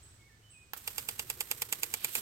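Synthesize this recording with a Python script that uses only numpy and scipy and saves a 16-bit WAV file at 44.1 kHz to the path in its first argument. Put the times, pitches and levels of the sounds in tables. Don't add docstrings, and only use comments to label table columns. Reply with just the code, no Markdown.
import sys
import numpy as np
from scipy import signal
from scipy.fft import rfft, irfft
from scipy.io import wavfile
from scipy.ndimage import uniform_filter1d

SR = 44100
rng = np.random.default_rng(int(sys.argv[2]) if len(sys.argv) > 2 else 0)


def int16_out(signal):
    q = np.round(np.clip(np.atleast_2d(signal).T, -1, 1) * 32767)
    wavfile.write(sys.argv[1], SR, q.astype(np.int16))


N = 97813
T = np.arange(N) / SR

# start_s, slap_db, ring_db, clack_db, clack_hz
SLAPS = [(0.8762, -5, -2.5, 0, 2796), (0.9815, -5.5, -1, -4, 2770), (1.0878, -4, 0, -4, 2820),
         (1.1939, -3.5, -2, 3, 2796), (1.3003, -3.5, -1.5, -2, 2680), (1.4068, -1, 0, -1, 2640),
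         (1.5131, 0.5, 0.5, -4, 2620), (1.6195, 1.5, 1.5, -4, 2640), (1.7256, 1.5, 1, -2, 2630),
         (1.8326, 1.5, 0.5, 0, 2520), (1.9391, 0, 1, 1, 2330), (2.0453, 0, 0.5, 1.5, 2393),
         (2.1525, -1.5, 1, 5, 2510)]
# pitch_hz, level_db, t60_s, left_minus_right_db
HEAD_MODES = [(474.3, -46, 0.063, 1), (872, -41.5, 0.03, -8), (1321, -38.5, 0.03, 0), (1557, -48, 0.02, -1),
              (2043, -54, 0.044, -6.5), (2390, -46, 0.039, -13), (2847, -45, 0.055, -6),
              (3440, -42.5, 0.053, -4.5), (4764, -38.5, 0.052, -1), (5400, -42, 0.04, -3),
              (8300, -44, 0.035, 2), (8930, -46, 0.035, -1), (11720, -45, 0.03, -4)]
# pitch_hz, level_db, t60_s
LEVER_MODES = [(470, -53, .04), (850, -33, .022), (1090, -36, .018), (1350, -34, .025), (1570, -36, .024),
               (2450, -45, .03)]
# frequency_hz, left_db, right_db
SLAP_SPECTRUM = [(202, -56, -60), (890, -49, -31), (1800, -33.5, -36.5), (1910, -25.5, -34.5),
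                 (2690, -33, -16), (3080, -29, -25), (3270, -24.5, -26), (4100, -40, -32), (4500, -34, -31),
                 (6200, -31, -32.5), (6840, -23, -18), (8740, -23.5, -18.5), (9340, -29, -31),
                 (10860, -55, -36), (11690, -28, -9.5), (13300, -31, -22.5), (14700, -56, -20.5),
                 (16300, -45, -46)]
SCATTER_SPECTRUM = [(150, -42.5, -41.5), (358, -43.5, -48), (700, -37, -33.5), (1320, -34, -32),
                    (2770, -44.5, -25), (4130, -37, -34.5), (4580, -35, -25), (5900, -38.5, -34.5),
                    (8900, -30.5, -24.5), (9760, -36, -38), (12400, -36, -26), (15100, -55, -54)]
KNOCK_SPECTRUM = [(151, -52, -50), (490, -40, -40), (860, -31, -31), (1420, -29, -25), (2020, -36, -31.5),
                  (3120, -30.5, -36), (4660, -44, -31.5), (6000, -38.5, -44), (8060, -46, -35),
                  (9700, -49, -41), (12100, -42, -25), (15450, -49, -33)]
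SPRAY_SPECTRUM = [(195, -49, -46.5), (437, -47, -51), (630, -53.5, -50.5), (1320, -48, -45),
                  (2980, -49.5, -45.5), (4940, -53, -46.5), (6250, -49.5, -48.5), (8560, -47, -39),
                  (10220, -52, -51.5), (12200, -50, -36.5), (16100, -54, -48.5)]
AIR_SPECTRUM = [(24.1, -50, -61), (54.4, -44.5, -41), (110, -37, -39), (166, -53, -46.5), (330, -61.5, -55),
                (714, -61.5, -61), (1440, -60.5, -59), (4000, -66.5, -60), (9050, -61.5, -64.5),
                (9750, -80, -79), (11900, -75, -66), (15000, -78, -72)]
# time_s, level_db
JET_LEVEL = [(.72, -44), (.762, -14), (.777, 0), (.795, -8.5), (.835, -10), (.92, 0.5), (1.25, -2),
             (1.7, -0.5), (1.9, 0.5), (2.02, 2), (2.12, 2.5), (2.18, 5.5), (2.22, -6.5)]
PATTER_LEVEL = [(.75, -79), (1, -89), (1.3, -65), (1.7, -70), (2.2, -63)]
SPATTER_LEVEL = [(1.85, -90.5), (1.96, -59), (2.02, -53), (2.08, -54), (2.18, -56.5), (2.22, -59)]
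AIR_LEVEL = [(0, 3.5), (.15, 1), (.35, -1.5), (.7, -1.5), (1.1, 4.5), (2.2, -1.5)]
# phase_cycles, gain_db
SWING_GAIN = [(0, 5.5), (.26, 2.5), (.4, -0.5), (.6, -1), (.8, -0.9), (1, 2.5)]
# peak_s, level_db, rise_s, fall_s
SWISHES = [(0.776, -41, 0.005, 0.005), (2.166, -35, 0.035, 0.023)]
# start_s, length_s, first_hz, second_hz, slur_after_s, level_db, change_db, scoop_ratio
WHISTLES = [(0.178, 0.215, 2195, 1765, .103, -63.5, -4, 0), (0.411, .265, 3015, 2485, .108, -63.5, 1, 0.33)]
# start_s, level_db
CHIPS = [(0.022, -53.5), (0.497, -54)]

NOISE_LAG_S, RING_LAG_S = 0.00013, 0.00019


def arm_slaps():
    lead_in_s, echo_s = 0.0024, 0.0083
    force = amp([row[1] for row in SLAPS])
    slap = splashes(force, lag_s=0.0002, hold_s=0.0013, fall_s=0.0005)
    scatter = [splashes(np.sqrt(force), lag_s=0.0012054, hold_s=0.0035, fall_s=0.0083) for _ in range(2)]
    scatter = amp(26) * diffuse(scatter, shared_hz=780)
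    swell = sum(amp(db / 2) * np.exp(-abs(T - s) / lead_in_s) * (T < s) for s, db, *_ in SLAPS)
    lead_in_hiss = amp(-1.5) * swell * np.diff(rng.standard_normal(N + 1)) / 2
    strike = amp(22) * (slap + amp(-12.5) * delay(slap, echo_s)) + lead_in_hiss
    return colour(from_right(strike), SLAP_SPECTRUM) + colour(scatter, SCATTER_SPECTRUM)


def splashes(gains, lag_s, hold_s, fall_s, crossover_hz=5000):
    body = burst(lag_s, hold_s, fall_s)
    same = sum(gain * delay(body, row[0]) for gain, row in zip(gains, SLAPS))
    fresh = sum(gain * burst(row[0] + lag_s, hold_s, fall_s) for gain, row in zip(gains, SLAPS))
    ratio = np.fft.rfftfreq(N, 1 / SR) / crossover_hz
    return irfft((rfft(same) + ratio * rfft(fresh)) / np.hypot(1, ratio), N)


def head_ring():
    onset_lag_s, turn_db_per_s, turn_hz = 0.0006, -8.5, 4500
    taps, clacks = np.zeros((2, N))
    for start, _, ring_db, clack_db, clack_hz in SLAPS:
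        taps[int((start + onset_lag_s) * SR)] = amp(ring_db)
        clacks += delay(mode(clack_hz, clack_db - 33.5, t60=0.042), start + onset_lag_s)
    metal = from_right(clacks) * pan(-2.5)
    for hz, db, t60, pan_db in HEAD_MODES:
        ring = signal.fftconvolve(taps, mode(hz, db, t60))[:N]
        directivity = amp(turn_db_per_s * (T - SLAPS[0][0]) * min(hz / turn_hz, 1) ** 2)
        metal += from_right(ring * directivity, RING_LAG_S) * pan(pan_db)
    return metal


def stop_lever():
    knock_s, rebound_s, tail_s = 0.7343, 0.765, 0.02
    tail = np.array([amp(-2.5) * burst(knock_s, 0.005, tail_s)
                     + amp(-12.5) * burst(rebound_s, 0.0029, tail_s) for _ in range(2)])
    ring = sum(mode(*row) for row in LEVER_MODES)
    strikes = delay(ring, knock_s) + amp(-18) * delay(ring, rebound_s)
    snap = from_right(burst(knock_s, hold_s=0.001, fall_s=0.002))
    return from_right(strikes, RING_LAG_S) * pan(-2.5) + amp(23) * colour(snap + tail, KNOCK_SPECTRUM)


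def spray():
    drops_per_s, drop_spread_db, surge_db = 630, 4.2, 1.57
    arrivals = rng.random((2, N)) < drops_per_s / SR
    sizes = amp(drop_spread_db * np.minimum(rng.exponential(size=(2, N)), 4))
    drops = arrivals * sizes * rng.choice([-1, 1], (2, N))
    hiss = amp(-3.5) * rng.standard_normal((2, N)) * amp(2.2 * wander(200))
    water = diffuse(hiss + amp(-8.5) * unit(drops), shared_hz=676)
    swing_phase = np.interp(T, [row[0] for row in SLAPS], np.arange(len(SLAPS))) % 1
    swing_db = np.interp(swing_phase, *np.array(SWING_GAIN).T)
    flow = curve(JET_LEVEL) * amp(swing_db + surge_db * wander(71))
    return colour(water * flow, SPRAY_SPECTRUM)


def swishes():
    highpass = signal.butter(2, 6160, "high", fs=SR, output="sos")
    mist = signal.sosfilt(highpass, rng.standard_normal((2, N)))
    envelope = sum(amp(db) * np.exp(-np.maximum((peak - T) / rise, (T - peak) / fall))
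                   for peak, db, rise, fall in SWISHES)
    return unit(colour(mist, SPRAY_SPECTRUM)) * envelope


def leaf_spatter():
    leaves = np.array([band_noise(3330, octaves=0.43) * amp(2.5 * wander(300)) for _ in range(2)])
    return leaves * curve(SPATTER_LEVEL) * pan(-4.5)


def bed_patter():
    return band_noise(372, octaves=0.36) * amp(3.3 * wander(55)) * curve(PATTER_LEVEL)


def whistles():
    slur_s, scoop_s, ramp_s = 0.0108, 0.012, 0.042
    song = np.zeros(N)
    for start, length, first_hz, second_hz, slur_after, db, change_db, scoop in WHISTLES:
        age = T - start
        glide = 1 - np.exp(-np.maximum(age - slur_after, 0) / slur_s)
        hz = (first_hz + (second_hz - first_hz) * glide) * (1 + 0.0042 * wander(57))
        hz *= 1 - scoop * np.exp(-(age / scoop_s) ** 2)
        envelope = np.clip(np.minimum(age, length - age) / ramp_s, 0, 1)
        dip_db = -5.5 * np.exp(-((age - slur_after) / slur_s - 0.5) ** 2)
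        song += amp(db + change_db * glide + dip_db + 1.5 * wander(60)) * envelope * tone(hz)
    return song


def chips():
    pitch_hz, rasp_hz, rise_s, fall_s = 8020, 1120, 0.012, 0.067
    song = np.zeros(N)
    for start, db in CHIPS:
        age = np.maximum(T - start, 0)
        envelope = np.minimum(age / rise_s, 1) * np.exp(-age / fall_s)
        song += amp(db) * envelope * tone(pitch_hz * (1 + 0.027 * wander(rasp_hz)))
    return song


def birds(fall_s=0.1):
    song = whistles() + chips()
    trees = rng.standard_normal((2, N)) * np.exp(-T / fall_s)
    echo = signal.fftconvolve(song[None], trees / np.linalg.norm(trees[0]), axes=1)[:, :N]
    return (song + amp(-3) * echo) * pan(-5)


def air():
    return colour(diffuse(rng.standard_normal((2, N)), shared_hz=680), AIR_SPECTRUM) * curve(AIR_LEVEL)


def mode(hz, db, t60):
    return amp(db) * np.cos(2 * np.pi * hz * T) * np.exp(-np.log(1000) * T / t60)


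def tone(hz):
    return np.sin(2 * np.pi * np.cumsum(hz) / SR)


def burst(start_s, hold_s, fall_s, size=4096):
    envelope = np.exp(-np.maximum(T[:size] - hold_s, 0) / fall_s)
    x = rng.standard_normal(size) * envelope
    for _ in range(4):
        spectrum = rfft(x)
        x = irfft(spectrum / (abs(spectrum) + 1e-12)) * np.sqrt(envelope)
    return np.pad(x / np.linalg.norm(x), (int(start_s * SR), N))[:N]


def band_noise(hz, octaves):
    offset = np.log2((np.fft.rfftfreq(N, 1 / SR) + 1) / hz)
    return unit(irfft(rfft(rng.standard_normal(N)) * np.exp(-(offset / octaves) ** 2 / 2), N))


def wander(hz):
    size = int(SR / hz)
    return unit(uniform_filter1d(uniform_filter1d(rng.standard_normal(N), size), size))


def colour(x, rows, size=4096):
    hz, *sides = np.array(rows, float).T
    log_hz = np.log(np.maximum(np.fft.rfftfreq(size, 1 / SR), 1))
    gains = amp([np.interp(log_hz, np.log(hz), side) for side in sides])
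    cepstrum = irfft(np.log(gains).mean(0))
    phase = 2 * rfft(cepstrum[:size // 2], size).imag
    response = np.roll(irfft(gains * np.exp(1j * phase)), size // 2, axis=1)
    return signal.fftconvolve(np.atleast_2d(x), response, axes=1)[:, size // 2:size // 2 + N]


def diffuse(pair, shared_hz):
    coherence = 0.96 / (1 + (np.fft.rfftfreq(N, 1 / SR) / shared_hz) ** 4)
    mid, side = rfft(pair) * np.sqrt([(1 + coherence) / 2, (1 - coherence) / 2])
    return irfft([mid + side, mid - side], N)


def from_right(x, lag_s=NOISE_LAG_S):
    return np.array([delay(x, lag_s), x])


def pan(db):
    return amp([[db / 2], [-db / 2]])


def delay(x, seconds):
    return np.pad(x, (int(round(seconds * SR)), 0))[:N]


def curve(rows):
    return amp(np.interp(T, *np.array(rows).T))


def amp(db):
    return 10 ** (np.asarray(db) / 20)


def unit(x):
    return x / np.sqrt(np.mean(x ** 2))


def scene():
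    sprinkler = arm_slaps() + head_ring() + stop_lever() + spray()
    return sprinkler + bed_patter() + swishes() + leaf_spatter() + birds() + air()


def record(dry):
    return signal.sosfilt(signal.ellip(8, 0.2, 70, 16000, fs=SR, output="sos"), dry)


dry = scene()
out = record(dry)
int16_out(out)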